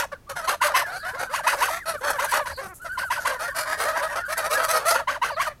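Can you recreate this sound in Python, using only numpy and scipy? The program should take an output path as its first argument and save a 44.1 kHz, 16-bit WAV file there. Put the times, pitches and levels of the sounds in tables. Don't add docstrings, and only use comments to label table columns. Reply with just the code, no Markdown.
import sys
import numpy as np
from scipy import signal
from scipy.fft import rfft, irfft, next_fast_len
from scipy.io import wavfile
from scipy.ndimage import uniform_filter1d

SR = 44100
rng = np.random.default_rng(int(sys.argv[2]) if len(sys.argv) > 2 else 0)


def wav_record(signal):
    frames = np.transpose(np.atleast_2d(signal))
    bounded = np.clip(frames, -1, 1)
    quanta = np.round(bounded * 32767).astype(np.int16)
    wavfile.write(sys.argv[1], SR, quanta)


N = 246959

# f/Hz, level/dB
SPRAY = [(300, -20), (1500, -49), (4500, -10), (7000, 7), (9500, 10), (12000, 11), (16000, -7)]
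YELP_TAIL_S = 0.019


def from_db(db):
    return 10 ** (np.asarray(db) / 20)


def rms_one(x):
    return x / np.sqrt(np.mean(x ** 2) + 1e-20)


def span(start, end):
    return np.arange(round(start * SR), round(max(end, start + .005) * SR)) / SR


def add(out, t, sound):
    at = np.round(t * SR).astype(int)
    inside = (at >= 0) & (at < N)
    out[at[inside]] += sound[inside]


def waver(t, rate):
    steps = (t - t[0]) * rate
    values = np.clip(rng.standard_normal(400), -1.6, 1.6)
    return np.interp(steps, np.arange(400), values)


def fade(t, start, end, attack, release):
    opening = (t - start) / attack + .5
    closing = (end - t) / release + .5
    return np.sin(np.pi / 2 * np.clip(np.minimum(opening, closing), 0, 1)) ** 2


def band(x, low_hz, high_hz, order=3):
    edges = [low_hz, min(high_hz, .49 * SR)]
    return signal.sosfilt(signal.butter(order, edges, "band", fs=SR, output="sos"), x)


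def resonate(x, hz, width_hz):
    r = np.exp(-np.pi * width_hz / SR)
    poles = [1, -2 * r * np.cos(2 * np.pi * hz / SR), r * r]
    return signal.lfilter(np.array([1, 0, -1]) * (1 - r * r) / 2, poles, x)


def colour(x, spectrum):
    size = next_fast_len(len(x))
    hz, db = np.transpose(spectrum)
    bins = np.maximum(np.fft.rfftfreq(size, 1 / SR), 1)
    gain = from_db(np.interp(np.log(bins), np.log(hz), db))
    return irfft(rfft(x, size) * gain, size)[:len(x)]


def cycles(t, pitch, jitter):
    unsteady = 1 + jitter * waver(t, 400) + .016 * waver(t, 70)
    return 2 * np.pi * (np.cumsum(pitch * unsteady) / SR + rng.random())


def yelps(tone_db=1):
    # start t/s, length t/s, opening pitch f/Hz, tone level/dB before tone_db is added,
    # rasp level/dB, treble of the rasp level/dB
    yelp_calls = [(-.023, 0.062, 965, -22, -24.5, -9), (0.471, 0.071, 1036, -23, -21.5, -10.5),
                  (.61, .078, 1026, -19.5, -24, -7), (0.737, 0.086, 994, -19.5, -22.5, -8),
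                  (1.331, 0.067, 978, -22, -30, -6.5), (1.461, 0.078, 968, -19, -22.5, -8.5),
                  (1.61, 0.081, 984, -20, -28.5, -3), (2.181, 0.065, 986, -23, -27.5, -10.5),
                  (2.317, 0.081, 979, -21.5, -22, -12), (2.452, 0.069, 954, -31, -31.5, -10.5),
                  (2.97, 0.067, 984, -27, -33.5, -8), (3.098, 0.081, 993, -23, -30.5, -6.5),
                  (3.246, .083, 1022, -24.5, -24, -12), (3.782, 0.089, 963, -45, -31, -35),
                  (3.952, 0.071, 979, -29, -25, -17.5), (4.94, 0.062, 969, -23.5, -22.5, -17.5),
                  (5.07, 0.095, 1030, -24.5, -28, -16.5), (5.213, 0.094, 1023, -22.5, -31, -10.5),
                  (5.391, 0.082, 1057, -23, -30, -9)]
    break_share, rasp_crest_share = .37, 0.34
    low_delay_s = .012
    low_share, low_db = .58, -14.5
    out = np.zeros(N)
    for start, length, hz, db, rasp_db, treble_db in yelp_calls:
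        jump, foot = start + break_share * length, start + length
        end = foot + YELP_TAIL_S
        add(out, *yelp(start, jump, foot, end, hz, db + tone_db))
        add(out, *rasp(start + .003, start + rasp_crest_share * length, foot, rasp_db, treble_db))
        add(out, *nasal_note(jump + low_delay_s, end, low_share * hz, 0, rasp_db + low_db))
    return out


def yelp(start, jump, foot, end, hz, open_db, crest_db=-15, overtone_db=-16, overtone_step_db=-6,
         buzz_db=-8):
    # f/Hz, width f/Hz, level/dB
    yelp_modes = [(1460, 104, 5.5), (2026, 107, 7), (2620, 74, 7), (2904, 460, -4.5), (4720, 160, -14.5),
                  (6330, 310, -10)]
    jitter, shimmer_db = .04, 2.2
    break_db, fall_db, tail_db = -7, -5, -10
    step_dip_db = 5.5
    buzz_growth, buzz_from_db = 0.7, -23.5
    t = span(start - .01, end + .01)
    crest = (jump + foot) / 2

    turns = [start, (start + jump) / 2, jump - .003, jump + .001, jump + .014, crest + .003,
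             foot - .02, foot - .009, foot - .004, foot + .007, foot + .015, foot + .04]
    arch = [.93, 1.0, 1.15, 1.5, 1.6, 2.05,
            1.56, 1.38, 1.02, .88, .62, .56]
    wander = 1 + 0.0182 * waver(t, 60)
    pitch = hz * wander * np.interp(t, np.maximum.accumulate(turns), arch)
    phase = cycles(t, pitch, jitter)

    moments = [start, start + .01, jump - .006, jump + .006, crest,
               foot - .018, foot - .007, foot, foot + .011, end]
    levels = [-1, 0, -1, break_db, break_db + crest_db,
              fall_db - 3, fall_db - step_dip_db, fall_db, tail_db - step_dip_db, tail_db]
    db = open_db + np.interp(t, moments, levels)
    overtones = 0
    for k in range(2, 5):
        level_db = overtone_db + overtone_step_db * (k - 2.5) + waver(t, 250)
        overtones = overtones + from_db(level_db) * np.sin(k * phase)
    tone = np.sqrt(2) * (np.sin(phase) + overtones) * from_db(db + shimmer_db * waver(t, 300))

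    push_db = np.interp(t, [start, start + 0.011, jump + 0.0097, foot, end], [-36, -3, -4, -20.0, -43])
    loudness_db = open_db + buzz_db + buzz_growth * (open_db - buzz_from_db)
    buzz = rms_one(pipe(flapping(t), yelp_modes, hz / 1000)) * from_db(loudness_db + push_db)
    return t, (tone + buzz) * fade(t, start + .005, end, .009, .012)


def gabbles(tone_db=1.6):
    # start t/s, length t/s, pitch f/Hz, glide f/Hz, tone level/dB before tone_db
    # is added, rasp level/dB, treble of the rasp level/dB, place of the crest (0-1)
    gabble_calls = [(0.119, 0.026, 572, -78, -37.5, -35.5, -21, 0.4),
                    (0.293, 0.033, 573, -40, -41.5, -31.5, -10, 0.23),
                    (0.357, 0.061, 697, -53, -38.5, -29, -12, 0.46),
                    (0.421, 0.056, 640, 37, -38.5, -36.5, -9.5, 0.56),
                    (0.641, 0.036, 603, 8, -29.5, -30.5, 0, 0.86),
                    (0.685, 0.058, 628, -145, -38, -28, -24, 0.6),
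                    (0.864, 0.078, 749, 123, -39.5, -35, -19, 0),
                    (0.918, 0.067, 723, 126, -38, -36.5, -10.5, 0.95),
                    (1.031, 0.084, 725, 144, -36.5, -33, -13, 0.76),
                    (1.133, 0.041, 527, 143, -42, -36, -19, 0.6),
                    (1.169, 0.092, 722, 49, -39, -28.5, -15, .7),
                    (1.295, 0.069, 618, 243, -40, -35, -11, .7),
                    (1.436, 0.035, 635, 48, -36, -29, -15, 0.6),
                    (1.523, 0.047, 576, 36, -40, -28, -13, 0.35),
                    (1.572, 0.049, 587, 108, -37.5, -28, -11, 0.85),
                    (1.691, 0.1, 670, 81, -37, -27.5, -10, .4),
                    (1.858, 0.072, 671, 15, -33.5, -28, -4.5, 0.37),
                    (1.937, 0.029, 597, -83, -35, -38, -14, 0.2),
                    (2.01, 0.12, 603, 161, -37, -23.5, -14.5, 0.82),
                    (2.131, 0.048, 586, -140, -38, -33, -17, 0.04),
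                    (2.211, 0.059, 592.5, 36, -37, -26, -13, 0.83),
                    (2.274, 0.057, 599, 60, -54, -36, 1.5, 0.8),
                    (2.345, 0.045, 620, 114, -32.5, -35, -7, .5),
                    (2.392, 0.041, 588, -88, -33.5, -49, -23, .2),
                    (2.575, 0.046, 537.5, 62, -38, -37, -16.5, 0.8),
                    (2.606, 0.075, 389, -43, -44.5, -37, -12, 0.42),
                    (2.68, 0.059, 370, -43, -48.5, -68, -19, 0.2),
                    (2.845, 0.043, 664, -68, -40, -36, -16, 0.47),
                    (3.176, 0.1, 706, 0, -53, -39.5, -7, 0.33),
                    (3.297, 0.071, 526, -30, -39, -33, -20, 0.63),
                    (3.393, 0.086, 678, 112, -38, -29.5, -9, 0.49),
                    (3.48, 0.022, 574, -80, -38, -39.5, -8, 0),
                    (3.547, 0.1, 653, -38, -40, -27.5, -6, 0.51),
                    (3.65, 0.11, 633, 60.5, -38, -25.5, -15.5, 0.72),
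                    (3.774, 0.091, 669, 61, -38.5, -26.5, -7, 0.55),
                    (3.85, 0.072, 630, 83, -32, -24, -14.5, 0.6),
                    (3.918, 0.069, 654, 107.5, -35.5, -35, -20, 0.45),
                    (4.017, 0.058, 630.4, 88, -31.5, -27.5, -11.5, 0.38),
                    (4.083, 0.094, 587, 6, -41.5, -33, -16, 0.62),
                    (4.153, 0.056, 673, 45, -34, -28, -13.5, 0.25),
                    (4.283, .067, 631.5, 91, -34.5, -31.5, -7, 0.73),
                    (4.37, .054, 656, -38, -35, -22.5, -13, 0.2),
                    (4.425, .062, 635, 55, -33.5, -27.5, -12, 0.71),
                    (4.501, 0.061, 632, 114, -30.5, -24, -3.5, 0.63),
                    (4.565, 0.081, 653.5, 69, -33, -23.5, -15.5, 0.4),
                    (4.628, 0.038, 657, -17, -31, -27.5, -5.5, 0.56),
                    (4.682, 0.048, 657, 84, -29, -25.5, -0.5, 0.6),
                    (4.725, 0.07, 635, -45, -28, -22.5, -7, 0.54),
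                    (4.793, 0.083, 572, 70, -44, -27, -19.5, 0),
                    (4.854, 0.059, 677, 105.5, -25.5, -26.5, 2, 0.74),
                    (4.903, 0.047, 649, 65, -28, -23, -4, 0.16), (5.001, 0.04, 652, -97, -42, -55, -20, .3),
                    (5.301, 0.049, 589, -76, -40.5, -50, -9, 0.4),
                    (5.365, 0.035, 672, 118, -33, -34, -18, 0.87),
                    (5.464, 0.03, 614, -84, -33, -39, -5, .4),
                    (5.494, .038, 593, -48, -45.5, -40, -37, 0.2)]
    out = np.zeros(N)
    for start, length, hz, glide_hz, db, rasp_db, treble_db, crest_share in gabble_calls:
        end = start + length
        crest = start + np.clip(crest_share, 0, 1) * length
        add(out, *nasal_note(start, end, hz, glide_hz, db + tone_db))
        add(out, *rasp(start, crest, end, rasp_db, treble_db))
    return out


def nasal_note(start, end, hz, glide_hz, db):
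    # f/Hz, level/dB
    nasal_throat = [(370, -6), (520, 1), (640, -2), (780, -3.5), (1050, -3.5), (1280, 1.5), (1550, -0.5),
                    (1850, -8.5), (2100, -10.5), (2600, -21), (4500, -26)]
    jitter, shimmer_db = .017, 2.6
    note_swell_db = 6.5
    arch_hz = 25.4
    t = span(start - .01, end + .01)
    along = np.clip((t - start) / (end - start), 0, 1)
    pitch = hz + glide_hz * (along - .5) - arch_hz * (2 * along - 1) ** 2
    phase = cycles(t, pitch, jitter)
    throat_hz, throat_db = np.transpose(nasal_throat)
    note = 0
    for k in range(1, 8):
        strength_db = np.interp(np.log(k * pitch), np.log(throat_hz), throat_db)
        note = note + from_db(strength_db + shimmer_db * waver(t, 126.3)) * np.sin(k * phase)
    swell_db = note_swell_db * (np.sin(np.pi * along) - .75)
    return t, np.sqrt(2) * note * from_db(db + swell_db) * fade(t, start, end, .012, .01)


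def rasp(start, crest, end, db, treble_db, hiss_db=1.0, size_spread_db=0.99, mouth_echo=0.4,
         onset_db=17, release_db=26):
    # f/Hz, width f/Hz, level/dB
    windpipe = [(260, 66, -16.5), (590, 70, -1.5), (965, 150, -1), (1382, 304, -1), (1535, 232, 4),
                (2097, 113, -10)]
    # f/Hz, level/dB
    open_bill = [(1290, 6), (2200, -1), (2410, -0.5), (2640, -6.5), (3270, -7), (3950, -5), (4510, -2.5),
                 (5230, -6), (6220, -5.5), (7400, -11), (7900, -7), (8650, -9), (9550, -6.5), (11400, -6),
                 (15800, -21)]
    rasp_swell_db = 10.5
    opening_share = 0.35
    bill_share = 0.68
    hiss_swell = 0.18
    t = span(start - .012, end + 0.029)
    source = flapping(t) * from_db(2.8 * waver(t, 120))
    throat = pipe(source, windpipe, from_db(size_spread_db * rng.standard_normal()))

    paths = np.zeros(round(.003 * SR))
    paths[rng.integers(6, len(paths), size=6)] = mouth_echo * rng.choice([-1, 1], size=6)
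    paths[0] = 1
    mouth = colour(signal.lfilter(paths, [1], source), open_bill)

    opened = start + opening_share * (crest - start)
    effort = np.interp(t, [start - .005, opened, crest, end, end + 0.039],
                       [-onset_db, -rasp_swell_db / 2, 0, -rasp_swell_db, -rasp_swell_db - release_db])
    treble_db = treble_db + hiss_swell * np.maximum(effort, -rasp_swell_db)
    body = rms_one(band(throat, 228, 2220))
    bill = from_db(bill_share * treble_db) * rms_one(band(mouth, 2170, 7300, order=4))
    hiss = from_db(treble_db + hiss_db) * rms_one(band(mouth, 8080, 15600, order=4))
    voice = body + bill + hiss
    return t, voice * from_db(db + effort) * fade(t, start - .001, end + .018, .009, .014)


def flapping(t, flap_hz=480, uneven_db=2.0, air=1.0, puff_s=0.00094):
    rate_hz = flap_hz * from_db(rng.normal(0, 1.5))
    count = np.floor(cycles(t, rate_hz, jitter=.2) / (2 * np.pi))
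    strength = from_db(uneven_db * np.clip(rng.standard_normal(len(t)), -2, 1.5))
    slaps = np.diff(count, prepend=count[0]) * strength
    puffs = signal.lfilter([1], [1, -np.exp(-1 / (puff_s * SR))], slaps)
    return rms_one(slaps) + air * rms_one(puffs * rng.standard_normal(len(t)))


def pipe(source, modes, size):
    out = 0
    for k, (hz, width_hz, db) in enumerate(modes):
        out = out + (-1) ** k * from_db(db) * resonate(source, hz * size, width_hz)
    return out


def whistles():
    # start t/s, length t/s, middle pitch f/Hz, glide f/Hz, level/dB
    whistle_calls = [(.14, 0.028, 1560, -180, -47), (0.271, 0.084, 1370, -8, -43.5),
                     (0.604, 0.021, 1460, 90, -31), (0.832, 0.048, 1772, -220, -34),
                     (0.899, 0.15, 4600, 25, -48), (0.966, 0.14, 1760, -140, -45.5),
                     (1.09, .06, 1750, -240, -42), (1.26, .06, 1560, -330, -39.5),
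                     (1.797, 0.054, 1880, -880, -42), (1.953, 0.045, 1520, -440, -40.5),
                     (2.275, 0.032, 1625, 290, -30.5), (2.486, 0.055, 1900, -320, -42),
                     (2.496, 0.11, 4550, -330, -47.5), (2.799, 0.068, 1540, 124, -41.5),
                     (2.889, 0.08, 1610, 22, -33), (2.996, 0.099, 1634, -160, -32),
                     (3.171, 0.0344, 1560, -46, -29.5), (3.221, 0.033, 1770, 40, -45),
                     (3.33, 0.083, 1880, -130, -46), (3.47, .06, 1880, -200, -36.5),
                     (4.051, .06, 1940, -400, -41), (4.188, 0.068, 1820, -340, -39),
                     (4.543, .05, 1710, -76, -28), (5.307, 0.065, 4440, -610, -49)]
    arch_hz_per_s = 3000
    out = np.zeros(N)
    for start, length, hz, glide_hz, db in whistle_calls:
        ends_hz = hz - arch_hz_per_s * length
        bend_hz = [ends_hz - glide_hz / 2, hz, ends_hz + glide_hz / 2]
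        add(out, *slur(start, start + length / 2, start + length, bend_hz, db))
    return out


def slur(start, turn, end, hz, db):
    whistle_swell_db = 6.5
    t = span(start - .01, end + .01)
    jitter = np.interp(hz[1], [2000, 4500], [.02, .08])
    pitch = uniform_filter1d(np.interp(t, [start, turn, end], hz), size=len(t) // 3)
    phase = cycles(t, pitch, jitter)
    overtones = sum(from_db(-32 + 6 * waver(t, 300)) * np.sin(k * phase) for k in (2, 3))
    shimmer_db = 2.6 * waver(t, 140) + 1.5 * waver(t, 600)
    along = np.clip((t - start) / (end - start), 0, 1)
    swell_db = whistle_swell_db * (np.sin(np.pi * along) - .7)
    level = from_db(db + swell_db + shimmer_db)
    return t, np.sqrt(2) * (np.sin(phase) + overtones) * level * fade(t, start, end, 0.012, 0.0059)


def snaps(decay_db_per_s=900):
    # t/s, level/dB
    bill_snaps = [(.296, -39), (2.105, -27), (2.245, -28.5), (4.379, -26), (4.637, -33), (4.89, -30)]
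    out = np.zeros(N)
    for start, db in bill_snaps:
        t = span(start - .002, start + .04)
        crack = rms_one(colour(flapping(t), SPRAY))
        level = from_db(db - decay_db_per_s * (t - start))
        add(out, t, crack * level * fade(t, start, start + 0.032, 0.0032, .01))
    return out


def rustle(scuffs_per_s=16, scuff_s=0.049, spread_db=3):
    # start t/s, end t/s, level/dB
    stirring = (.8, 5.0, -53.5)
    out = np.zeros(N)
    first, last, db = stirring
    for start in np.arange(first, last, 1 / scuffs_per_s):
        start = start + rng.uniform(-.02, .02)
        t = span(start - .02, start + 2 * scuff_s)
        grit = rng.standard_normal(len(t)) * (rng.random(len(t)) < .1)
        level = from_db(db + spread_db * rng.standard_normal())
        scuff = rms_one(colour(grit, SPRAY)) * level
        add(out, t, scuff * fade(t, start, start + scuff_s, 0.0096, scuff_s))
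    return out


def bumps():
    # start t/s, f/Hz, length t/s, peak level/dB
    dull_bumps = [(.335, 144, 0.043, -47.5), (1.19, 126, 0.022, -45), (2.507, 81.5, 0.059, -39.5),
                  (2.665, 185, 0.015, -43)]
    out = np.zeros(N)
    for start, hz, length, db in dull_bumps:
        t = span(start - .01, start + 2 * length)
        knock = from_db(db) * np.sin(cycles(t, hz, 0.074))
        add(out, t, knock * fade(t, start, start + length, 0.0039, length))
    return out


def far_flock(calls_per_s=17, call_s=.11):
    # start t/s, end t/s, level/dB ahead of the walls and the final mix
    far_stretches = [(0.779, 1.78, -41.5), (1.994, 2.5, -38.5), (3.148, 4.95, -35.5)]
    out = np.zeros(N)
    for first, last, db in far_stretches:
        starts = np.arange(first, last - call_s, 1 / calls_per_s) + rng.uniform(-0.016, 0.016)
        for start in starts:
            hz = rng.uniform(950, 1850) * np.array([.87, 1.08, .8]) * rng.uniform(.93, 1.07, 3)
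            turn = start + call_s * rng.uniform(0.364, 0.703)
            add(out, *slur(start, turn, start + call_s, hz, db + rng.normal(0, 1.3)))
    return yard_echo(out)


def yard_echo(x, t60_s=0.2):
    t = span(0, .4)
    scatter = rng.standard_normal(len(t)) * (rng.random(len(t)) < .03) * (t > .006)
    response = band(scatter * from_db(-60 * t / t60_s), 1950, 12000, order=1)
    return signal.fftconvolve(x, response / np.sqrt(np.sum(response ** 2)))[:N]


def open_air(level_db=-51):
    # f/Hz, level/dB
    yard_spectrum = [(25, -2), (40, -3), (70, -1), (150, -7), (300, -17), (600, -20), (1500, -26),
                     (3000, -33), (8000, -37), (15000, -39)]
    return from_db(level_db) * rms_one(colour(rng.standard_normal(N), yard_spectrum))


def scene():
    echo_db, far_db = -15.5, -3.0
    flock = yelps() + gabbles() + whistles() + snaps() + rustle()
    echo = from_db(echo_db) * yard_echo(flock)
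    far = from_db(far_db) * far_flock()
    return (flock + echo + far + bumps() + open_air())[None]


def record(dry):
    dry = signal.sosfilt(signal.butter(2, 18, "high", fs=SR, output="sos"), dry)
    return signal.sosfilt(signal.ellip(10, .1, 80, 15900, fs=SR, output="sos"), dry)


dry = scene()
out = record(dry)
wav_record(out)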